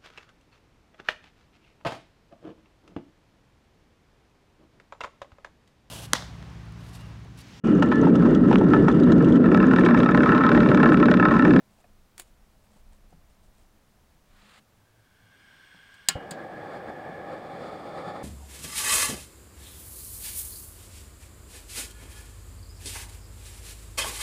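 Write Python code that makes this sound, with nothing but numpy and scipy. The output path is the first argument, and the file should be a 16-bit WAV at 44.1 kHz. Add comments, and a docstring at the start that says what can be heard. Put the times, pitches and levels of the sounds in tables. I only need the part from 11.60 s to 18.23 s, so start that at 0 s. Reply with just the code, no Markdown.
"""Outdoors, a light breeze blows over a faint, far hum. A steel mug knocks on a plastic lid while
fingers brush a paper coffee filter and snap its hook over the rim. A nylon swish grows and cuts off.
Then a camping stove's valve opens, and gas hisses through the mixing tube and whistles in the burner.
A soft, low thump comes just before the piezo igniter snaps, and the gas catches with a soft pop.
The flame roars under a kettle, flaring in the draught, and near the end it is turned up."""
import sys
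import numpy as np
from scipy import signal
from scipy.fft import rfft, irfft, next_fast_len
from scipy.io import wavfile
from scipy.ndimage import map_coordinates

SR = 44100
rng = np.random.default_rng(int(sys.argv[2]) if len(sys.argv) > 2 else 0)


def persist_wave(psi):
    """Save psi, clipped to +-1, as 16-bit WAV."""
    counts = np.round(np.clip(psi, -1, 1) * 32767).astype(np.int16)
    wavfile.write(sys.argv[1], SR, np.atleast_2d(counts).T)


N = 292383
TIME = np.arange(N) / SR
AGE = np.arange(SR // 2) / SR  # seconds since a blow

# Tone of the outdoor air: pitch_hz, level_db
AIR_SPECTRUM = [(25, 3.5), (100, 7), (250, 2), (400, -3), (650, -2.5), (1200, -6.5), (2500, -12.5),
                (5000, -15.5), (10000, -19), (15500, -20.5)]
# Far hums: start_s, end_s, pitch_hz, level_db
FAR_HUMS = [(0, 3.0, 210, -73.5), (3.0, 3.79, 106.7, -67)]
# Gusts on the microphone: peak_s, width_s, level_db
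WIND_GUSTS = [(.37, 0.33, -60), (.78, 0.37, -60.5), (1.254, 0.16, -53), (1.753, 0.46, -55),
              (2.427, 0.29, -61), (2.78, 0.14, -58)]
# Dull knocks and soft, low thumps: start_s, level_db, boom_db, tick_db
DULL_KNOCKS = [(.002, -58.5, -1, -20), (.185, -61, -16, 0), (0.242, -57, -16, 7.5), (.593, -54.5, -14, 5),
               (1.158, -61.5, 2.5, -20), (1.5257, -53, 5, -23), (4.145, -59, 7.5, -20),
               (4.486, -44.5, 6.5, -17), (4.716, -38.5, 0.5, -10)]
# Tone of a dull knock: pitch_hz, level_db
KNOCK_SPECTRUM = [(25, -32), (80, -5), (220, -9), (450, -3.5), (720, 0.5), (1100, -13.5), (2400, -22),
                  (4000, -29), (12000, -39.5)]
# Notes of the low boom under a knock: pitch_hz, level_db, fade_s
BOOM_NOTES = [(161.6, -2.5, 0.27), (190.4, -2.5, 0.11), (263, -7.5, 0.15), (744, -22, .1), (874, -19, .1)]
# Notes of a light tap on the mug: pitch_hz, level_db, fade_s
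TICK_NOTES = [(422, -9.5, 0.025), (715, -0.5, .05), (1350, -9, 0.0252), (1745, -10, 0.031),
              (2510, -5, 0.027)]
# Fingers brush the paper: peak_s, width_s, level_db
FINGER_BRUSHES = [(.13, 0.046, -71.5), (.2, 0.031, -66.5), (0.666, 0.06, -69), (1.053, .05, -71),
                  (1.16, 0.074, -68.5), (1.33, 0.059, -69.5), (1.514, 0.023, -70), (1.716, .05, -71.5),
                  (1.85, .05, -70.5), (1.99, 0.081, -70.5)]
# Tone of rubbed paper: pitch_hz, level_db
RUB_SPECTRUM = [(200, -35), (600, 9), (1200, -7), (3000, -5.5), (6000, -11), (8000, -4), (10000, -10),
                (13000, -23)]
# The paper hook snaps onto the rim: start_s, level_db
HOOK_SNAPS = [(.5795, -37.5), (0.592, -44), (0.597, -31), (.618, -46)]
# Tone of snapping paper: pitch_hz, level_db
SNAP_SPECTRUM = [(150, -14), (400, -8), (1200, 1), (2400, 4), (4500, -0.5), (5900, -4.5), (7500, 3.5),
                 (10000, 4), (12500, -8), (15500, -5)]
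# Notes of the mug's steel rim: pitch_hz, level_db, fade_s
RIM_NOTES = [(364, -3, 0.11), (1620, -19, .05), (2640, -9, .05), (4600, 2, 0.055), (6928, 0, 0.11),
             (8414, -7, .05), (9050, 2, 0.048)]
# Tone of sliding nylon: pitch_hz, level_db
NYLON_SPECTRUM = [(200, -18), (600, -5.5), (1150, 0.5), (2100, -2), (4400, -6.5), (5900, -19),
                  (7200, -13.5), (9000, -16), (12000, -29), (16000, -36)]
# Where the mixing tube sings: pitch_hz, width_hz, level_db
TUBE_BANDS = [(1126, 295, -3), (1740, 152.5, -5.5), (2186, 224, 1), (2890, 273, -2.5), (3276, 300, 1.5),
              (4280, 280, -8), (4970, 150, -10), (5596, 280, -10), (6700, 400, -16.5), (8400, 400, -10)]
# The igniter button takes up slack, trips its spring, strikes, bounces, is let go and bounces again:
# start_s, level_db, ring_db, clatter_db
IGNITER_CLICKS = [(4.342, -54.5, -5, -5), (4.4861, -11, -21, -20.5), (4.4871, -7.5, -2.5, -20.5),
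                  (4.4893, -16, -13, -28), (4.7094, -35, -1, -6), (4.7116, -35, 0.5, -12)]
# Tone of the hammer's crack: pitch_hz, level_db
CRACK_SPECTRUM = [(25, -36.5), (120, -20), (700, -14.5), (1700, -4.5), (3000, -3), (4500, 8.5), (5800, -16),
                  (6800, 3), (9200, 0), (10300, -11.5), (14500, -9), (16500, -17)]
# Short, bright notes of stove body and kettle: pitch_hz, level_db, fade_s
STOVE_NOTES = [(780, -17, .06), (1070, -23, .08), (1700, -15, .1), (2158, -18, .1), (2525, -21, .07),
               (2940, -12, .04), (3850, -8, .03), (4093, -4, .036), (4764, -2, .036), (5230, -16, .05),
               (6650, -4, .025), (6970, -6, .045), (7143, -4, .035), (7467, -6, .035), (7925, -3, .035),
               (8520, -8, .03), (8810, -3, .028), (9150, -4, .022), (12620, -13, .025), (14300, -16, .025)]
# Notes on which the kettle rings on faintly: pitch_hz, level_db, fade_s
KETTLE_NOTES = [(1070, -5, 0.33), (1390, -1, 0.28), (1675, 0.5, .15), (2158, 1, .2), (2890, -3, 0.45),
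                (3130, -3.5, .35)]
# Tone of the clatter off nearby things: pitch_hz, level_db
SCATTER_SPECTRUM = [(25, -29.5), (100, -6.5), (200, 5), (500, -0.5), (1700, 7.5), (3000, 3.5), (4800, 2),
                    (5900, -8), (7200, -2.5), (9200, -10), (10500, -18), (15000, -22)]
# Tone of the flame's low roar: pitch_hz, level_db
ROAR_SPECTRUM = [(25, -46), (60, -16), (115, -6), (165, -1.5), (260, -4.5), (330, -1), (400, -5), (550, 3),
                 (650, -3), (810, 2), (970, -15), (1120, -9), (1500, -20), (2300, -18), (2650, -29.5),
                 (8000, -56.5)]
# Tone of the flame's high fizz: pitch_hz, level_db
FIZZ_SPECTRUM = [(1000, 0.5), (2200, -8), (3000, -3), (3900, 3), (4650, 5), (6100, -14.5), (6800, -5),
                 (9000, -9), (12000, -21), (16000, -41)]
# Where the burner's small holes sing: pitch_hz, width_hz, level_db
PORT_BANDS = [(1250, 130, 10.5), (3494, 120, -3)]
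# The flame flares in the draught: peak_s, width_s, roar_rise_db, fizz_rise_db
FLAME_FLARES = [(4.80, 0.066, 3, 5), (5.028, 0.097, 3, 5), (5.15, 0.072, 3.5, 9.5), (5.293, 0.049, 4, 8),
                (5.49, 0.12, 2.5, 3), (5.729, 0.073, 4, 5), (6.054, 0.07, 3, 4), (6.383, 0.04, 4, 6),
                (6.486, 0.044, 5, 6.5), (6.569, 0.037, 2, 2.5)]

LIGHT_S = 4.549  # the gas catches
TURN_UP_S, TURN_UP_TAKES_S = 5.56, 0.51  # the valve is opened further


def amp(db):
    """Turn decibels into a number to multiply by."""
    return 10 ** (np.asarray(db) / 20)


def unit(x):
    """Scale a signal so its average strength (rms) is 1."""
    return x / np.sqrt(np.mean(x ** 2) + 1e-20)


def ramp(start_s, takes_s):
    """A steady rise from 0 to 1."""
    return np.clip((TIME - start_s) / takes_s, 0, 1)


def swell(peak_s, width_s):
    """A smooth hump of height 1."""
    return np.exp(-2 * ((TIME - peak_s) / width_s) ** 2)


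def decay(fade_s):
    """A fall of 60 dB every fade_s seconds; 1 - decay gives a soft start."""
    return np.exp(-np.log(1000) * AGE / fade_s)


def wobble(rate_hz):
    """A smooth curve through rate_hz random points a second."""
    return map_coordinates(rng.standard_normal(int(N * rate_hz / SR) + 4), [TIME * rate_hz])


def noise(spectrum, size=N):
    """Noise of strength 1; the spectrum says how loud its pitches are next to each other."""
    hz, db = np.transpose(spectrum)
    padded = next_fast_len(size)
    gain = amp(np.interp(np.log(np.fft.rfftfreq(padded, 1 / SR) + 1), np.log(hz), db))
    return unit(irfft(rfft(rng.standard_normal(padded)) * gain, padded)[:size])


def narrow_noise(hz, width_hz):
    """A breathy note of strength 1: noise close to one pitch, which may move."""
    pole = np.exp(-np.pi * width_hz / SR)
    drift = signal.lfilter([1], [1, -pole], rng.standard_normal(N) + 1j * rng.standard_normal(N))
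    drift = signal.sosfilt(signal.butter(2, min(2 * width_hz, SR / 4), fs=SR, output="sos"), drift)
    return unit(np.real(drift * np.exp(2j * np.pi * np.cumsum(hz) / SR)))


def resonances(bands):
    """Several steady, breathy notes at once."""
    return sum(amp(db) * narrow_noise(np.full(N, hz), width_hz) for hz, width_hz, db in bands)


def burst(spectrum, fade_s):
    """A puff of noise that starts at about strength 1 and dies away."""
    fall = decay(fade_s)
    return unit(noise(spectrum, size=len(AGE)) * fall) * np.sqrt(np.mean(fall ** 2))


def ring(notes):
    """The fading notes of a struck object, a little different at each blow."""
    total = np.linalg.norm([amp(db) for _, db, _ in notes])
    return sum(amp(db + rng.standard_normal()) * np.sin(2 * np.pi * (hz * AGE + rng.random()))
               * decay(fade_s) for hz, db, fade_s in notes) / total


def add(track, start_s, sound):
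    """Mix a sound into the track at start_s."""
    room = track[max(round(start_s * SR), 0):][:len(sound)]
    room += sound[:len(room)]


def outdoors(air_db=-64, calm_db=-82, hum_width_hz=8, hum_fade_s=0.065):
    """Still air, far wavering hums and a light breeze rumbling on the microphone."""
    breeze = amp(calm_db) + sum(amp(db) * swell(s, width_s) for s, width_s, db in WIND_GUSTS)
    rumble = noise([(10, -7), (25, 7), (50, -3.5), (80, -8), (150, -36.5), (400, -41.5), (2000, -90)])
    wind = unit(rumble * amp(wobble(rate_hz=4.9)))
    hum = np.zeros(N)
    for start_s, end_s, hz, db in FAR_HUMS:
        sounding = ramp(start_s, hum_fade_s) - ramp(end_s, hum_fade_s)
        hum += amp(db) * sounding * narrow_noise(np.full(N, hz), hum_width_hz)
    return amp(air_db) * noise(AIR_SPECTRUM) + hum + breeze * wind


def knocks(rise_s=0.004):
    """Dull knocks and soft thumps, each with a low boom; hard contacts add a tick."""
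    out = np.zeros(N)
    for start_s, db, boom_db, tick_db in DULL_KNOCKS:
        thud = burst(KNOCK_SPECTRUM, fade_s=0.078) + amp(boom_db) * ring(BOOM_NOTES)
        tick = amp(tick_db) * ring(TICK_NOTES)
        add(out, start_s, amp(db) * (1 - decay(rise_s)) * (thud + tick))
    return out


def filter_paper(grain_db=3, rim_db=-15, flutter_db=-11, rise_s=0.0019):
    """Fingers brush the paper; its hook snaps on the mug, rings the rim and flutters out."""
    strokes = sum(amp(db) * swell(s, width_s) for s, width_s, db in FINGER_BRUSHES)
    out = strokes * unit(noise(RUB_SPECTRUM) * amp(grain_db * wobble(rate_hz=250)))
    for start_s, db in HOOK_SNAPS:
        snap = 1.28 * burst(SNAP_SPECTRUM, fade_s=0.011)
        flutter = amp(flutter_db) * burst(SNAP_SPECTRUM, fade_s=0.083)
        rim = amp(rim_db) * ring(RIM_NOTES)
        add(out, start_s, amp(db) * (1 - decay(rise_s)) * (snap + flutter + rim))
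    return out


def sleeve(start_s=2.64, end_s=2.99, fade_out_s=0.014, level_db=-56, grain_db=1):
    """Nylon slides over nylon: the swish grows louder, then the sound cuts off abruptly."""
    loudness = amp(level_db) * ramp(start_s, end_s - start_s) * (1 - ramp(end_s, fade_out_s))
    return loudness * unit(noise(NYLON_SPECTRUM) * amp(grain_db * wobble(rate_hz=130)))


def gas_jet(open_s=3.11, open_takes_s=0.95, range_db=30.5, cold_hz=1592, lit_hz=1656, rise_hz_per_s=45):
    """As the valve opens, swirling gas hisses in the mixing tube and whistles in the burner head."""
    closed = 1 - ramp(open_s, open_takes_s)
    flow = (TIME > open_s) * amp(-range_db * closed ** 1.51)
    lit, turned_up = burning(), ramp(TURN_UP_S, TURN_UP_TAKES_S)
    hiss_db = -60 - 5 * lit
    hiss = flow * amp(hiss_db) * unit(resonances(TUBE_BANDS))
    hot_hz = lit_hz + rise_hz_per_s * (TIME - LIGHT_S)  # heat raises the whistle's pitch
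    whistle_hz = (1 - lit) * cold_hz + lit * hot_hz
    roar_flare_db, _ = flaring()
    whistle_db = -58 + 6.5 * lit - 5 * turned_up + roar_flare_db
    whistle = amp(whistle_db) * narrow_noise(whistle_hz, width_hz=95)
    return hiss + flow ** 0.83 * whistle  # a power below 1 lets the whistle come in first


def igniter(crack_db=2, kettle_db=-30, rise_s=0.00067, clatter_rise_s=0.00573):
    """A spring hammer hits a crystal and rings stove and kettle; nearby things scatter the sound."""
    out = np.zeros(N)
    for start_s, db, ring_db, clatter_db in IGNITER_CLICKS:
        crack = amp(crack_db) * burst(CRACK_SPECTRUM, fade_s=0.0066)
        metal = amp(ring_db) * ring(STOVE_NOTES) + amp(kettle_db) * ring(KETTLE_NOTES)
        direct = (crack + metal) * (1 - decay(rise_s))
        echoes = 0.86 * burst(CRACK_SPECTRUM, fade_s=0.05) + 0.71 * burst(SCATTER_SPECTRUM, fade_s=0.15)
        clatter = amp(clatter_db) * echoes * (1 - decay(clatter_rise_s))
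        add(out, start_s, amp(db) * (direct + clatter))
    return out


def ignition(pop_db=-27, pop_hz=88, swell_s=0.00957, width_s=0.0056, puff_db=-32, puff_rise_s=0.02):
    """The pooled gas burns at once: a low push of about one wave and a soft puff of roar."""
    out, from_middle_s = np.zeros(N), AGE - swell_s
    pop = -np.sin(2 * np.pi * pop_hz * from_middle_s) * np.exp(-(from_middle_s / width_s) ** 2)
    puff = (1 - decay(puff_rise_s)) * burst(ROAR_SPECTRUM, fade_s=0.21)
    add(out, LIGHT_S, amp(pop_db) * pop)
    add(out, LIGHT_S + swell_s / 2, amp(puff_db) * puff)
    return out


def burning(catch_s=0.0087):
    """0 while the gas is cold, rising quickly to 1 as it catches."""
    return 1 - np.exp(-np.maximum(TIME - LIGHT_S, 0) / catch_s)


def flame(roar_db=-41.5, roar_turn_up_db=1.87, fizz_db=-71, fizz_turn_up_db=9.5):
    """The flame's roar and fizz flare and flicker together; the burner's holes sing with the fizz."""
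    turned_up = ramp(TURN_UP_S, TURN_UP_TAKES_S)
    flicker_db = 0.72 * wobble(rate_hz=45)
    roar_flare_db, fizz_flare_db = flaring()
    roar_gain = amp(roar_db + roar_turn_up_db * turned_up + roar_flare_db + flicker_db)
    fizz_gain = amp(fizz_db + fizz_turn_up_db * turned_up + fizz_flare_db + flicker_db)
    roar = roar_gain * noise(ROAR_SPECTRUM)
    fizz = fizz_gain * (noise(FIZZ_SPECTRUM) + resonances(PORT_BANDS))
    return burning() * (roar + fizz)


def flaring():
    """Two curves: how many dB the draught adds to the roar and to the fizz."""
    return sum(np.outer([roar_db, fizz_db], swell(peak_s, width_s))
               for peak_s, width_s, roar_db, fizz_db in FLAME_FLARES)


def scene():
    """The mug first, then the stove, in the open air, on one channel."""
    mix = outdoors() + knocks() + filter_paper() + sleeve() + gas_jet() + igniter() + ignition() + flame()
    return mix[None]


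def record(dry, top_hz=15900):
    """Clip the sound at full scale and cut the treble above top_hz."""
    padded = next_fast_len(N + SR // 2)
    keep = 1 / (1 + (np.fft.rfftfreq(padded, 1 / SR) / top_hz) ** 160)
    return irfft(rfft(np.clip(dry, -1, 1), padded) * keep, padded)[..., :N]


dry = scene()
out = record(dry)
persist_wave(out)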